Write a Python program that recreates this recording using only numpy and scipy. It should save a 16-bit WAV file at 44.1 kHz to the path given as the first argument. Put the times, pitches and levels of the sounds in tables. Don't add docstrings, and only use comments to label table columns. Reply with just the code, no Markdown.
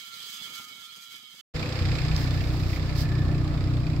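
import sys
import numpy as np
from scipy import signal
from scipy.fft import rfft, irfft
from scipy.io import wavfile
from scipy.ndimage import uniform_filter1d

SR = 44100
rng = np.random.default_rng(int(sys.argv[2]) if len(sys.argv) > 2 else 0)


def int16_out(signal):
    q = np.round(np.clip(np.atleast_2d(signal).T, -1, 1) * 32767)
    wavfile.write(sys.argv[1], SR, q.astype(np.int16))


N = 176400
T, HZ = np.arange(N) / SR, np.fft.rfftfreq(N, 1 / SR)
SCRAPE_END_S, ENGINE_START_S = 1.411, 1.538
FIRING_HZ, FIRST_FIRING_S = 30.8, 0.00043

# f/Hz, left minus right/dB
SCRAPE_PAN = [(200, 2), (700, -1), (1300, -6.5), (2400, -7), (4300, -18.5), (5400, 1), (6300, 3.5),
              (7800, 9), (9500, 2.5), (12500, -7), (15500, 2)]
ENGINE_PAN = [(60, 0), (200, 0.5), (380, -2.5), (700, 2.5), (1300, -4.5), (2400, -3.5), (4500, -9.5),
              (6300, -0.5), (7800, 9.5), (9500, 0), (12500, -5), (15500, -2)]
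# f/Hz, correlation coefficient
SCRAPE_COHERENCE = [(60, 0.97), (250, .9), (1400, 0.54), (3100, -0.27), (6800, 0.38), (15000, -0.16)]
ENGINE_COHERENCE = [(40, 0.47), (130, 1), (290, 0.71), (640, 0.88), (1400, 0.22), (3100, 0.014),
                    (15000, -0.2)]
# t/s, knock/dB, casing drone/dB, exhaust boom/dB
CAB_SWING = [(1.55, -43, -42, -39.5), (2.1, -42.5, -41.5, -45.5), (2.5, -47.5, -43, -38.5),
             (2.75, -47, -44.5, -40), (2.9, -47, -44, -42.5), (3.25, -51.5, -43, -34.5),
             (3.55, -50, -43.5, -37), (4.0, -51.5, -46, -37.5)]


def amp(db):
    return 10 ** (np.asarray(db) / 20)


def unit(x):
    return x / np.sqrt(np.mean(np.atleast_2d(x).mean(0) ** 2) + 1e-30)


def over_hz(points, hz=HZ):
    f, value = np.transpose(points)
    return np.interp(np.log(hz + 1), np.log(f + 1), value)


def over_time(rows, column=1):
    rows = np.array(rows)
    return np.interp(T, rows[:, 0], rows[:, column])


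def wander(hz):
    lowpass = np.exp(-.5 * (HZ / hz) ** 2) * (HZ > 0)
    return unit(irfft(rfft(rng.standard_normal(N)) * lowpass, N))


def noise(gain, drive=1, coherence=ENGINE_COHERENCE, pan=ENGINE_PAN):
    a, b = rfft(rng.standard_normal((2, N)) * drive)
    c = np.clip(over_hz(coherence), -.99, .99)
    side = amp(over_hz(pan) / 2)
    pair = np.array([a * side, (c * a + np.sqrt(1 - c ** 2) * b) / side])
    return unit(irfft(pair * gain / np.sqrt(side ** 2 + side ** -2 + 2 * c), N))


def resonance(centre_hz, width_hz, hz=HZ):
    return 1 / (1 + ((hz - centre_hz) / width_hz) ** 2)


def pipe_ring(modes):
    gain = sum(amp(db) * resonance(hz, 9.2 * (hz / 2000) ** .5) for hz, db in modes)
    return np.linalg.norm(gain) * noise(gain, 1, SCRAPE_COHERENCE, SCRAPE_PAN)


def cable_scrape():
    # f/Hz, relative spectral level/dB
    rasp_spectrum = [(300, -27.5), (800, -27.5), (1100, -12), (1650, -10), (2600, -10.5), (3250, 3),
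                     (3700, -4.5), (4450, -3.5), (5200, 0.5), (5500, -11.5), (5700, -3), (7900, -8.5),
                     (8800, -15), (11000, -14), (12700, -9), (15800, -14.5)]
    rub_spectrum = [(25, -38), (60, -13.5), (110, -4), (250, 1.5), (340, -8), (450, -7.5), (650, -14.5),
                    (1000, -9.5), (2000, -59.5)]
    # f/Hz, relative level/dB
    upper_modes = [(1701, -76), (1954, -79), (2078, -67), (2220, -59), (2396, -67), (2735, -73),
                   (2960, -71), (3009, -60.5), (3161, -56.5), (3289, -61), (3393, -60), (3444, -61),
                   (3533, -73), (3801, -65), (3941, -66.5), (4140, -74.5), (4275, -66), (5038, -66.5)]
    low_modes = [(1251, -67.5), (1371, -58.5)]
    # t/s, rasp/dB, upper modes/dB, low rubbing/dB
    slide = [(0, -50.5, -48.5, -70.5), (.11, -49.5, -50.5, -71.5), (.135, -49, -45.5, -68),
             (.23, -51, -46.5, -71), (.29, -45.5, -45.5, -65), (.46, -48, -41.5, -62),
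             (.515, -51.5, -47.5, -64.5), (.55, -47, -47.5, -64.5), (.61, -47, -45, -63.5),
             (.66, -53, -53, -70), (.81, -52, -51.5, -69), (.86, -51, -53, -72), (.94, -58, -51, -74),
             (1.03, -53, -51, -71), (1.07, -55.5, -55, -72), (1.15, -53.5, -48, -69.5),
             (1.21, -58, -51.5, -75), (1.375, -57, -55.5, -74), (1.4, -55.5, -53, -76)]
    # t/s, level/dB
    sing_levels = [(0, -60), (.1, -53.5), (.28, -59.5), (.46, -50.5), (.53, -48), (.6, -50), (.68, -51),
                   (.75, -60.5), (.92, -53.5), (1.05, -59), (1.4, -67)]
    catches = amp(1.94 * wander(25) + .9 * wander(400))
    ripple = uniform_filter1d(uniform_filter1d(rng.standard_normal(len(HZ)), size=140), size=140)
    ripple_db = 6 * np.tanh(unit(ripple))
    rasp = noise(amp(over_hz(rasp_spectrum) + ripple_db), catches, SCRAPE_COHERENCE, SCRAPE_PAN)
    ring = unit(sum(pipe_ring(upper_modes[k::5]) * amp(2.5 * wander(5)) for k in range(5)))
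    rub = noise(amp(over_hz(rub_spectrum)), amp(4.4 * wander(33)), SCRAPE_COHERENCE, SCRAPE_PAN)
    return (amp(over_time(slide, column=1) + 2) * rasp
            + amp(over_time(slide, column=2) + .5) * ring
            + amp(over_time(slide, column=3) + 4) * rub
            + amp(over_time(sing_levels)) * unit(pipe_ring(low_modes)))


def exhaust(cycles):
    # harmonic number of the firing rate, relative level/dB
    harmonics = [(1, -31.5), (2, -26), (3, -27), (4, -27.5), (5, -29), (6, -47.5), (7, -46), (8, -49),
                 (9, -42), (10, -41.5), (11, -50), (12, -51.5), (19, -55), (22, -57)]
    # f/Hz, relative spectral level/dB
    rumble_spectrum = [(15, -33), (30, 3), (55, 9), (80, 11.5), (140, 8), (190, -5.5), (260, 0.5),
                       (340, -2), (400, -14), (700, -48.5)]
    # t/s, gain in the low-frequency limit/dB
    bass_cut = [(1.78, -20), (1.82, -3)]
    cut_db = over_time(bass_cut)
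    boom_db = over_time(CAB_SWING, column=3)
    boom_db -= boom_db[T > ENGINE_START_S].mean()
    boom_delay_s, bass_corner_hz = 0.01099, 88
    thumps = np.zeros((2, N))
    for k, db in harmonics:
        hz = k * FIRING_HZ
        in_boom = k > 5
        bass_share = 1 / (1 + (hz / bass_corner_hz) ** 2)
        muffler_lag_rad = 1.26 * resonance(centre_hz=93.5, width_hz=17.4, hz=hz)
        tone = -np.exp(2j * np.pi * (k * cycles - in_boom * hz * boom_delay_s) - 1j * muffler_lag_rad)
        waver = 0.39 * min(k / 3, 1) * (wander(6.3) + 1j * wander(6.3))
        rms = amp(db - 3.5 + cut_db * bass_share + boom_db * in_boom)
        side = amp(over_hz(ENGINE_PAN, hz) / 2) * np.exp(0.53j * bass_share)
        thumps += np.outer([side, 1 / side], np.sqrt(2) * rms * tone * (1 + waver)).real
    puffs = 1 + .5 * np.cos(2 * np.pi * cycles)
    return thumps + amp(-33 + 0.15 * cut_db) * noise(amp(over_hz(rumble_spectrum)), puffs)


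def blows(cycles, delay_s=0.0016, rise_s=0.0017, fall_s=0.01, scatter=1.5):
    cycles = cycles - delay_s * FIRING_HZ
    age = cycles % 1 / FIRING_HZ
    strength = amp(scatter * rng.uniform(-2.3, 1, size=256))[np.floor(cycles).astype(int)]
    return strength * np.minimum(age / rise_s, 1) * np.exp(-np.maximum(age - rise_s, 0) / fall_s)


def engine_block(cycles):
    # f/Hz, relative spectral level/dB
    knock_spectrum = [(500, -18.5), (1000, -5.5), (1500, -2.5), (2300, 2), (3000, -4.5), (4200, -1.5),
                      (5100, -2), (5700, -13.5), (6700, -15.5), (7600, -11.5), (8800, -33), (12500, -25),
                      (15800, -41)]
    drone_spectrum = [(150, 0), (350, 1.5), (530, 0), (720, -1), (920, -7), (1250, -4), (1800, -18),
                      (3000, -27), (8000, -40)]
    # f/Hz, half-width/Hz, level relative to the knock/dB
    metal_modes = [(2035, 100, -13), (2460, 180, -11), (3620, 170, -15), (4874, 230, -14.5)]
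    combustion = blows(cycles)
    valves = 0.29 * blows(cycles, delay_s=0.0215, fall_s=.003)
    clatter = 0.49
    drive = np.sqrt(combustion ** 2 + valves ** 2 + clatter ** 2) * amp(0.83 * wander(360))
    knock = noise(amp(over_hz(knock_spectrum)), drive)
    for hz, width_hz, db in metal_modes:
        knock += amp(db) * noise(resonance(hz, width_hz), blows(cycles, scatter=6.5))
    drone = noise(amp(over_hz(drone_spectrum)), 1 + 0.83 * blows(cycles, delay_s=0.0095))
    return (amp(over_time(CAB_SWING, column=1) + 0.97) * knock
            + amp(over_time(CAB_SWING, column=2) + 1.5) * drone)


def panel_hum():
    # t/s, level/dB
    levels = [(1.55, -43), (1.9, -50.5), (2.1, -58), (4, -66)]
    return amp(over_time(levels)) * noise(resonance(498, width_hz=22))


def valve_hiss():
    # onset t/s, time until decay/s, rise time/s, decay constant/s, level/dB
    openings = [(1.5, 1.55, .03, .35, -58.5), (2.156, 0.08, .003, 0.033, -48.5),
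                (2.297, 0.35, 0.053, 0.03, -58), (2.66, 0.11, 0.033, 0.011, -52.5),
                (2.942, 0.084, 0.048, .012, -42.5)]
    # f/Hz, relative spectral level/dB
    spectrum = [(1500, -10), (3200, 2.5), (5000, 11), (6200, -2), (7800, -4), (8900, -12), (11000, -8),
                (12800, -3.5), (15800, -7)]
    flow = sum(amp(db) * np.clip((T - s) / rise, 0, 1) * np.exp(-np.maximum(T - s - length, 0) / fall)
               for s, length, rise, fall, db in openings)
    return flow * noise(amp(over_hz(spectrum)), amp(wander(150)))


def pump_whine():
    # t/s, level/dB
    levels = [(2.0, -56), (2.35, -51), (2.65, -64), (2.92, -55), (3.15, -48.5), (3.5, -58.5), (4, -79)]
    return amp(over_time(levels)) * noise(resonance(1746, width_hz=56))


def linkage_clinks():
    # t/s, f/Hz, level/dB
    clinks = [(1.628, 2390, -33.5), (2.405, 2700, -40), (2.436, 2260, -44), (2.697, 2570, -44),
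              (2.732, 2200, -41), (2.761, 2150, -42)]
    rise_s, fall_s = 0.00083, .009
    out = np.zeros((2, N))
    for s, hz, db in clinks:
        envelope = np.clip((T - s) / rise_s, 0, 1) * np.exp(-abs(T - s) / fall_s)
        out += amp(db) * envelope * noise(resonance(hz, width_hz=180))
    return out


def linkage_clacks():
    # t/s, level/dB
    clacks = [(2.164, -26), (2.308, -36)]
    fall_s = 0.0021
    envelope = sum(amp(db) * (T > s) * np.exp(-abs(T - s) / fall_s) for s, db in clacks)
    return envelope * noise(resonance(4770, width_hz=1500) ** 2)


def scene():
    firing_jitter_s, knock_jitter_s = 0.00025, 0.00095
    cycles = FIRING_HZ * (T - FIRST_FIRING_S + firing_jitter_s * wander(4.2))
    engine = exhaust(cycles) + engine_block(cycles + FIRING_HZ * knock_jitter_s * wander(15))
    excavator = engine + panel_hum() + valve_hiss() + pump_whine() + linkage_clinks() + linkage_clacks()
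    scrape_gate = np.clip((SCRAPE_END_S - T) / 0.00098 + 1, 0, 1)
    engine_gate = np.clip((T - ENGINE_START_S) / 0.013, 0, 1)
    return cable_scrape() * scrape_gate + excavator * engine_gate


def record(dry):
    faded = dry * np.clip((T[-1] - T) / .004, 0, 1)
    lowpass = signal.firwin(801, cutoff=15800, window=("kaiser", 9), fs=SR)
    return signal.oaconvolve(faded, lowpass[None], "same")


dry = scene()
out = record(dry)
int16_out(out)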